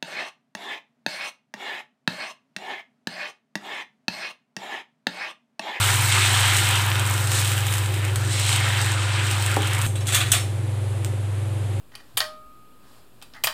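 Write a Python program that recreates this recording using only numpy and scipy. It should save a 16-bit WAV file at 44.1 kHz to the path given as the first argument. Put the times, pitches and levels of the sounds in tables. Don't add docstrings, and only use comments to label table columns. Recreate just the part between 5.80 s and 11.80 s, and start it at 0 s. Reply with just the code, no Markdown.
import sys
import numpy as np
from scipy import signal
from scipy.fft import rfft, irfft
from scipy.io import wavfile
from scipy.ndimage import uniform_filter1d

SR = 44100
rng = np.random.default_rng(int(sys.argv[2]) if len(sys.argv) > 2 else 0)


def generate_wav(signal):
    frames = np.transpose(np.atleast_2d(signal))
    scaled = np.clip(frames, -1, 1) * 32767
    pcm = np.round(scaled).astype(np.int16)
    wavfile.write(sys.argv[1], SR, pcm)


def convert_level_to_amplitude(level_db):
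    exponent = np.asarray(level_db, float) / 20
    return 10 ** exponent


N = 264600
TIME = np.arange(N) / SR
SCENE_CHANGE_S = 4.066

# t/s, vigour level/dB, large over small bubbles level/dB, rim steam over vigour level/dB
BOILING = [(0.0, -26, 4, 0.5), (0.29, -28.5, -2.5, -0.5), (0.33, -24, -5, 1.5), (0.62, -24, 0, 0.5),
           (0.98, -27, -2, -5), (1.22, -30, 3.5, -7), (1.46, -34, 3.5, 0), (1.56, -32, 0.5, 7),
           (1.8, -33, -3, -7), (2.33, -39, 1.5, -5), (2.46, -38, 3, 3.5), (2.58, -33, -8.5, 4),
           (2.78, -28.5, -3, -0.5), (2.93, -29.5, -1, -6.5), (3.08, -30.5, 1.5, 1), (3.17, -32, 1.5, -5.5),
           (3.37, -31.5, -0.5, -1), (4.06, -32.5, 0, -9.5)]
# t/s, level/dB
WETNESS = [(0.0, -34), (0.3, -37.5), (0.6, -35.5), (0.93, -38.5), (1.2, -42), (1.45, -41.5), (1.58, -38),
           (2.3, -50.5), (2.72, -46.5), (3.09, -47.5), (3.18, -57), (3.4, -51), (3.47, -49), (3.68, -47),
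           (3.85, -51), (4.06, -38.5)]
# f/Hz, level/dB
BUBBLE_SPECTRUM = [(400, -10), (600, -17.5), (790, -3), (1100, -4), (1380, -1), (1950, -1.5), (2800, 0.5),
                   (3700, -2.5), (4500, -13), (6000, -8)]
# f/Hz, level/dB
STEAM_SPECTRUM = [(2470, -8), (4200, 5), (4660, -2.5), (5030, -1), (6700, -1), (7650, 3.5), (8360, 6),
                  (9950, -9.5), (11000, -13), (14300, -45), (22000, -120)]
# f/Hz, level/dB
SPRAY_SPECTRUM = [(5880, -14), (10000, -1.5), (11400, -2.5), (14900, -0.5), (15700, -9), (16000, -15)]
# f/Hz, level/dB
CRACK_SPECTRUM = [(500, -66), (2000, -18), (4500, -7), (6500, 4.5), (8300, 12.5), (10000, 3), (15000, -3.5),
                  (16500, -8)]
# t/s, peak level/dB
POUR_DROPLETS = [(0.1406, -11), (0.9098, -10), (0.367, -14), (0.782, -12), (0.9564, -9), (1.053, -22),
                 (1.195, -11), (1.271, -18), (1.34, -13), (1.3786, -15), (1.472, -12), (1.517, -7),
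                 (1.6153, -10), (1.6472, -10), (1.718, -10.5), (1.7788, -13), (1.8054, -17), (1.867, -11),
                 (1.925, -11.5), (1.938, -11), (1.953, -18), (1.9817, -12.5), (2.0595, -17), (2.1412, -18),
                 (2.2495, -15.5), (1.917, -28), (2.358, -8.5), (2.448, -22)]
# t/s, peak level/dB
SPREAD_DROPLETS = [(2.6655, -14), (2.7394, -16), (2.597, -9), (2.6464, -15), (2.692, -9.5), (2.7276, -9),
                   (2.7606, -8.5), (2.802, -14), (2.8878, -16), (2.9717, -16), (3.0148, -11.5),
                   (3.062, -14), (3.118, -15), (3.044, -18), (3.4554, -19), (3.512, -9.5), (3.5523, -20),
                   (3.623, -12.5), (3.662, -9.5), (3.5803, -21), (3.714, -13), (3.742, -14), (3.764, -12.5),
                   (3.82, -16), (3.8457, -22), (3.8723, -12.5), (3.933, -12), (3.9487, -15), (3.985, -23),
                   (4.0147, -10.5)]
# t/s, peak level/dB, fizz level/dB
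LATE_DROPLETS = [
    (5.2465, -12.5, -38),
    (5.259, -30, -15),
]
# t/s, rasp level/dB, rasp t60/s, ring level/dB, dullness/(0-1)
LADLE_KNOCKS = [(4.04, -32, 0.27, -22, 0.1), (4.156, -36, 0.2, -32, 0.4), (4.207, -40.5, 0.28, -47, 0.7),
                (4.257, -38, .2, -40, 0.5), (4.269, -26.5, 0.19, -32, 0), (4.283, -30.5, 0.8, -25, 0.86),
                (4.322, -26.5, 0.34, -32, 0.4), (4.335, -33, 0.26, -28, 0.4), (4.346, -18, 0.11, -24, 0.14),
                (4.358, -32, 0.33, -19, 0.8), (4.404, -26, 0.09, -19, 0.75), (4.412, -26, 0.11, -32, 0.99),
                (4.425, -39, 0.1, -30, 1), (4.46, -38, 1, -36, 0.3), (4.518, -9.5, 0.057, -16, 0),
                (4.533, -20, 0.18, -30, 0.46), (4.548, -28, 0.19, -31, 0.98), (4.605, -51, .2, -37, .5)]
# t/s, f/Hz, level/dB, t60/s
SINGLE_RINGS = [(4.05, 8700, -32, 0.27), (4.05, 7600, -32, .2), (4.05, 6400, -36, .2),
                (4.05, 9250, -38, .3), (4.05, 11600, -45, .25), (4.05, 12400, -44, 0.28),
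                (4.05, 13700, -48, .3), (4.156, 8200, -32, 0.091), (4.165, 3900, -42, 0.43),
                (4.207, 5430, -45, .2), (4.207, 6500, -42, .1), (4.269, 6400, -37, .1),
                (4.33, 8000, -21, .1), (4.347, 3450, -24, .15), (4.347, 14500, -24, .08),
                (4.355, 12400, -30, .15), (4.36, 6400, -26, 0.18), (4.39, 14200, -34, .1),
                (4.517, 3400, -25, 0.028), (4.518, 6200, -22, .06), (4.518, 7900, -7, 0.039),
                (4.518, 9280, -22, 0.25), (4.519, 14800, -18, 0.055), (4.55, 5430, -34, 0.32),
                (4.55, 14200, -34, .15), (4.604, 5430, -39, .15)]
# f/Hz, level/dB, t60/s
VESSEL_MODES = [(1250, -14, .1), (2130, 2, .12), (2460, -10, .12), (3400, 21, 0.056), (3900, -10, .15),
                (5470, -12, 0.2), (6400, -2, .15), (7200, -7, .1), (7900, -8, 0.068), (8200, -7, 0.22),
                (8705, -8, .35), (8950, 1, 0.24), (10400, -12, .15), (11610, -14, .25), (12400, -12, .2),
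                (13600, -16, .2), (14500, -5, 0.079)]
# f/Hz, level/dB
BRIGHT_RASP = [(470, -63), (800, -32), (1460, -11), (2050, -17), (2350, -30), (2700, -7), (3420, -5.5),
               (5050, -14.5), (8340, -2), (9810, -10), (12900, -18), (15200, -18), (16000, -33)]
# f/Hz, level/dB
DULL_RASP = [(290, -33), (500, -11), (740, -1.5), (831, -13), (1210, -1), (1360, -2.5), (1570, -1),
             (2570, 1), (3110, -3), (3590, 1), (5390, -17), (8330, -21), (16000, -37)]
# t/s, peak level/dB
PAN_BUMPS = [
    (3.7689, -5),
    (3.777, -27),
    (3.79, -32),
    (3.804, -18),
    (3.831, -25),
]
# f/Hz, level/dB, t60/s
PAN_MODES = [(236, -21, .1), (311, -3, 0.3), (398, -6, .32), (448, -2, 0.14), (563, 7, 0.042),
             (680, -2, 0.033), (810, 11.5, 0.036), (910, 4, 0.05)]
# t of one swell/s, rate/Hz
BLADE_SWELLS = [(2.77, 3.13), (5.3, 2.34)]
# f/Hz, level/dB
AIR_SPECTRUM = [(20, -20), (50, -11), (70, -8), (90, 0), (140, -5), (230, -12), (400, -9), (700, -11),
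                (1200, -16), (3500, -21.5), (5500, -32.5), (8300, -24.5), (11000, -26.5), (13000, -42)]
# f/Hz, width/Hz, level/dB
DUCT_MODES = [(157, 7.3, 1.5), (205.4, 6.4, -4.5), (257.4, 4.9, 1), (316.5, 15, -4.5), (329, 9.1, 4.5),
              (377.3, 27, 1), (513.6, 16, -4.5), (553, 35, -6), (803, 13, -5.5)]


def sizzle():
    vigour_db, size_db, rim_db = curve(BOILING)
    spray_db, = curve(WETNESS)
    flurry = 1.7 * walk(24.73)
    fine = room(bursts(share=.08, spread_db=1.5))
    large = bubbles(np.geomspace(550, 1750, num=7)) * convert_level_to_amplitude(vigour_db + size_db / 2 + 0.083 * flurry)
    middling = bubbles(np.geomspace(2100, 2550, num=2))
    middling = middling * convert_level_to_amplitude(vigour_db - 0.25 * size_db - 3.5 + 0.17 * flurry)
    small = bubbles(np.geomspace(3100, 4600, num=3))
    small = small * convert_level_to_amplitude(vigour_db - 0.59 * size_db - 3.0 + 0.2 * flurry)
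    steam = level(colour(fine, STEAM_SPECTRUM), 0) * convert_level_to_amplitude(vigour_db + rim_db + flurry - 1.0)
    spray = level(colour(fine, SPRAY_SPECTRUM), 0) * convert_level_to_amplitude(spray_db + 1.2 * flurry - 1.0)
    return large + middling + small + steam + spray + crackle(spray_db, vigour_db)


def bubbles(sizes_hz):
    out = 0
    for hz in sizes_hz:
        b, a = signal.iirpeak(hz, 7.0, SR)
        ringing = level(signal.lfilter(b, a, bursts(share=.05, spread_db=3.5)), 0)
        out = out + ringing * np.sqrt(hz) * convert_level_to_amplitude(2.02 * walk(21.96))
    return level(colour(room(out), BUBBLE_SPECTRUM), 0)


def crackle(spray_db, vigour_db):
    cracks = level(colour(room(bursts(share=.006, spread_db=4.0)), CRACK_SPECTRUM), 2.0)
    ticks = level(colour(room(bursts(share=.002, spread_db=4.0)), SPRAY_SPECTRUM), -5)
    pops = level(colour(room(bursts(share=.001, spread_db=3.5)), BUBBLE_SPECTRUM), -12)
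    return (cracks + ticks) * convert_level_to_amplitude(spray_db) + pops * convert_level_to_amplitude(vigour_db)


def droplets(count=57):
    chance = rng.random((count, 2))
    s = chance[:, 0] * SCENE_CHANGE_S
    wet_db = np.interp(s, *np.transpose(WETNESS))
    stray_db = wet_db / 2 - 2 - 2 * np.log(1 - .9 * chance[:, 1])
    fizz_db = -25
    events = POUR_DROPLETS + SPREAD_DROPLETS + list(zip(s, stray_db))
    return spits([(t, db, fizz_db) for t, db in events])


def spits(events):
    crack = np.zeros(N)
    t = TIME[:SR // 30]
    burst_lag_s = .0007
    for s, peak_db, fizz_db in events:
        sound = convert_level_to_amplitude(fizz_db) * np.exp(-t / 0.01) * rng.standard_normal(len(t))
        sound[0] -= 1
        sound[rng.integers(4, 20)] += .3
        add(crack, s + burst_lag_s, convert_level_to_amplitude(peak_db) * sound)
    return room(convert_level_to_amplitude(5.5) * colour(crack, CRACK_SPECTRUM) + convert_level_to_amplitude(2.5) * colour(crack, BUBBLE_SPECTRUM))


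def ladle():
    bright, dull, ringing = np.zeros((3, N))
    t = TIME[:SR // 2]
    for s, rasp_db, t60, ring_db, dullness in LADLE_KNOCKS:
        fade = convert_level_to_amplitude(rasp_db - 60 * t / t60)
        add(bright, s, fade * np.sqrt(np.clip(1 - dullness, 0, 1)))
        add(dull, s, fade * np.sqrt(np.clip(dullness, 0, 1)))
        add(ringing, s, convert_level_to_amplitude(ring_db) * ring(VESSEL_MODES, rough=.03, spread_db=4))
    for s, hz, db, t60 in SINGLE_RINGS:
        add(ringing, s, convert_level_to_amplitude(db) * ring([(hz, 0, t60)], rough=.05, spread_db=0))
    grit, drag = (level(bursts(share=0.36, spread_db=3.0), 0) * convert_level_to_amplitude(0.98 * walk(120)) for _ in range(2))
    rasp = colour(grit * bright, BRIGHT_RASP) + colour(drag * dull, DULL_RASP)
    return room(rasp) + ringing


def bumps():
    out = np.zeros(N)
    for s, peak_db in PAN_BUMPS:
        add(out, s, convert_level_to_amplitude(peak_db) * ring(PAN_MODES, rough=.01, spread_db=0))
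    soft = signal.butter(2, [200, 2300], "bandpass", fs=SR, output="sos")
    return room(signal.sosfilt(soft, out))


def ring(modes, rough, spread_db):
    t = TIME[:SR // 3]
    share = convert_level_to_amplitude(spread_db * rng.standard_normal(len(modes)))
    waver = rough * np.cumsum(rng.standard_normal((len(modes), len(t))), axis=1)
    y = np.zeros(len(t))
    for gain, phase, (hz, db, t60) in zip(share, waver, modes):
        y += gain * convert_level_to_amplitude(db - 60 * t / t60) * np.sin(2 * np.pi * hz * t + phase)
    return y / np.max(np.abs(y))


def fan():
    motor_hz, blade_hz = 99.79, 121.41
    run_s, skip_s = .028, .0317
    after = TIME > SCENE_CHANGE_S
    early, late = (np.cos(2 * np.pi * rate * (TIME - s)) for s, rate in BLADE_SWELLS)
    duck_db = -1.5 * np.exp(-((TIME - 4.48) / 0.13) ** 2)
    motor_db = -23 - 1.46 * after + duck_db + 0.32 * walk(5.5)
    blade_db = -32 + 1.7 * np.where(after, 1.6 * late, early) + 1.4 * walk(7)
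    clock = 2 * np.pi * (TIME + run_s + skip_s * after)
    motor = convert_level_to_amplitude(motor_db) * np.cos(motor_hz * clock + 0.04 * walk(4.9))
    blade = convert_level_to_amplitude(blade_db) * np.cos(blade_hz * clock + 0.16 * walk(4.46))
    return np.sqrt(2) * (motor + blade)


def kitchen():
    air = rfft(rng.standard_normal(N))
    hz = np.arange(len(air)) * SR / N
    points = np.array(AIR_SPECTRUM)
    outline = convert_level_to_amplitude(np.interp(np.log(hz + 1), np.log(points[:, 0]), points[:, 1]))
    duct = sum(convert_level_to_amplitude(db) / (1 + ((hz - f) / (width / 2)) ** 2) for f, width, db in DUCT_MODES)
    return level(irfft(air * (outline + convert_level_to_amplitude(-4.5) * duct), N), -36.5) * convert_level_to_amplitude(0.4 * walk(6))


def room(x):
    t = TIME[:SR // 2]
    t60_s, wash_db = .3, -7.5
    tail = rng.standard_normal(len(t)) * convert_level_to_amplitude(-60 * t / t60_s) * (1 - np.exp(-(t / 0.002) ** 2))
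    return x + convert_level_to_amplitude(wash_db) * signal.fftconvolve(x, tail / np.sqrt(np.sum(tail ** 2)))[:N]


def bursts(share, spread_db):
    chance = rng.random(N)
    size = np.minimum(rng.exponential(size=N), 5.5)
    return (chance < share) * convert_level_to_amplitude(spread_db * size) * rng.choice([-1, 1], N)


def colour(x, points):
    size = 2048
    hz, db = np.transpose(points)
    bins_hz = np.arange(size // 2 + 1) * SR / size
    gain = np.interp(np.log(bins_hz + 1), np.log(hz), db, left=-60, right=-60)
    cepstrum = irfft(gain * np.log(10) / 20)
    cepstrum[1:size // 2] *= 2
    cepstrum[size // 2 + 1:] = 0
    response = irfft(np.exp(rfft(cepstrum)))
    return signal.fftconvolve(x, response / np.sqrt(np.sum(response ** 2)))[:N]


def walk(rate):
    k = int(SR / rate)
    held = np.repeat(rng.standard_normal(N // k + 1), k)
    return 1.3 * uniform_filter1d(uniform_filter1d(held, k), k)[:N]


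def curve(table):
    s, *columns = np.transpose(table)
    return [np.interp(TIME, s, c) for c in columns]


def level(x, db):
    return x * convert_level_to_amplitude(db) / np.sqrt(np.mean(x ** 2))


def add(out, s, sound):
    i = int(s * SR)
    out[i:i + len(sound)] += sound[:N - i]


def scene():
    before = TIME < SCENE_CHANGE_S
    wet_pan = sizzle() + droplets() + bumps()
    steel = ladle() + spits(LATE_DROPLETS)
    mix = wet_pan * before + steel * ~before + fan() + kitchen()
    return mix[None]


def band_limit(x):
    return signal.sosfilt(signal.butter(12, 16600, fs=SR, output="sos"), x)


def record(dry):
    top = signal.ellip(12, .3, 60, 15520, fs=SR, output="sos")
    rounded = np.tanh(1.05 * dry) / 1.05
    return band_limit(signal.sosfilt(top, rounded))


dry = scene()
out = record(dry)
generate_wav(out)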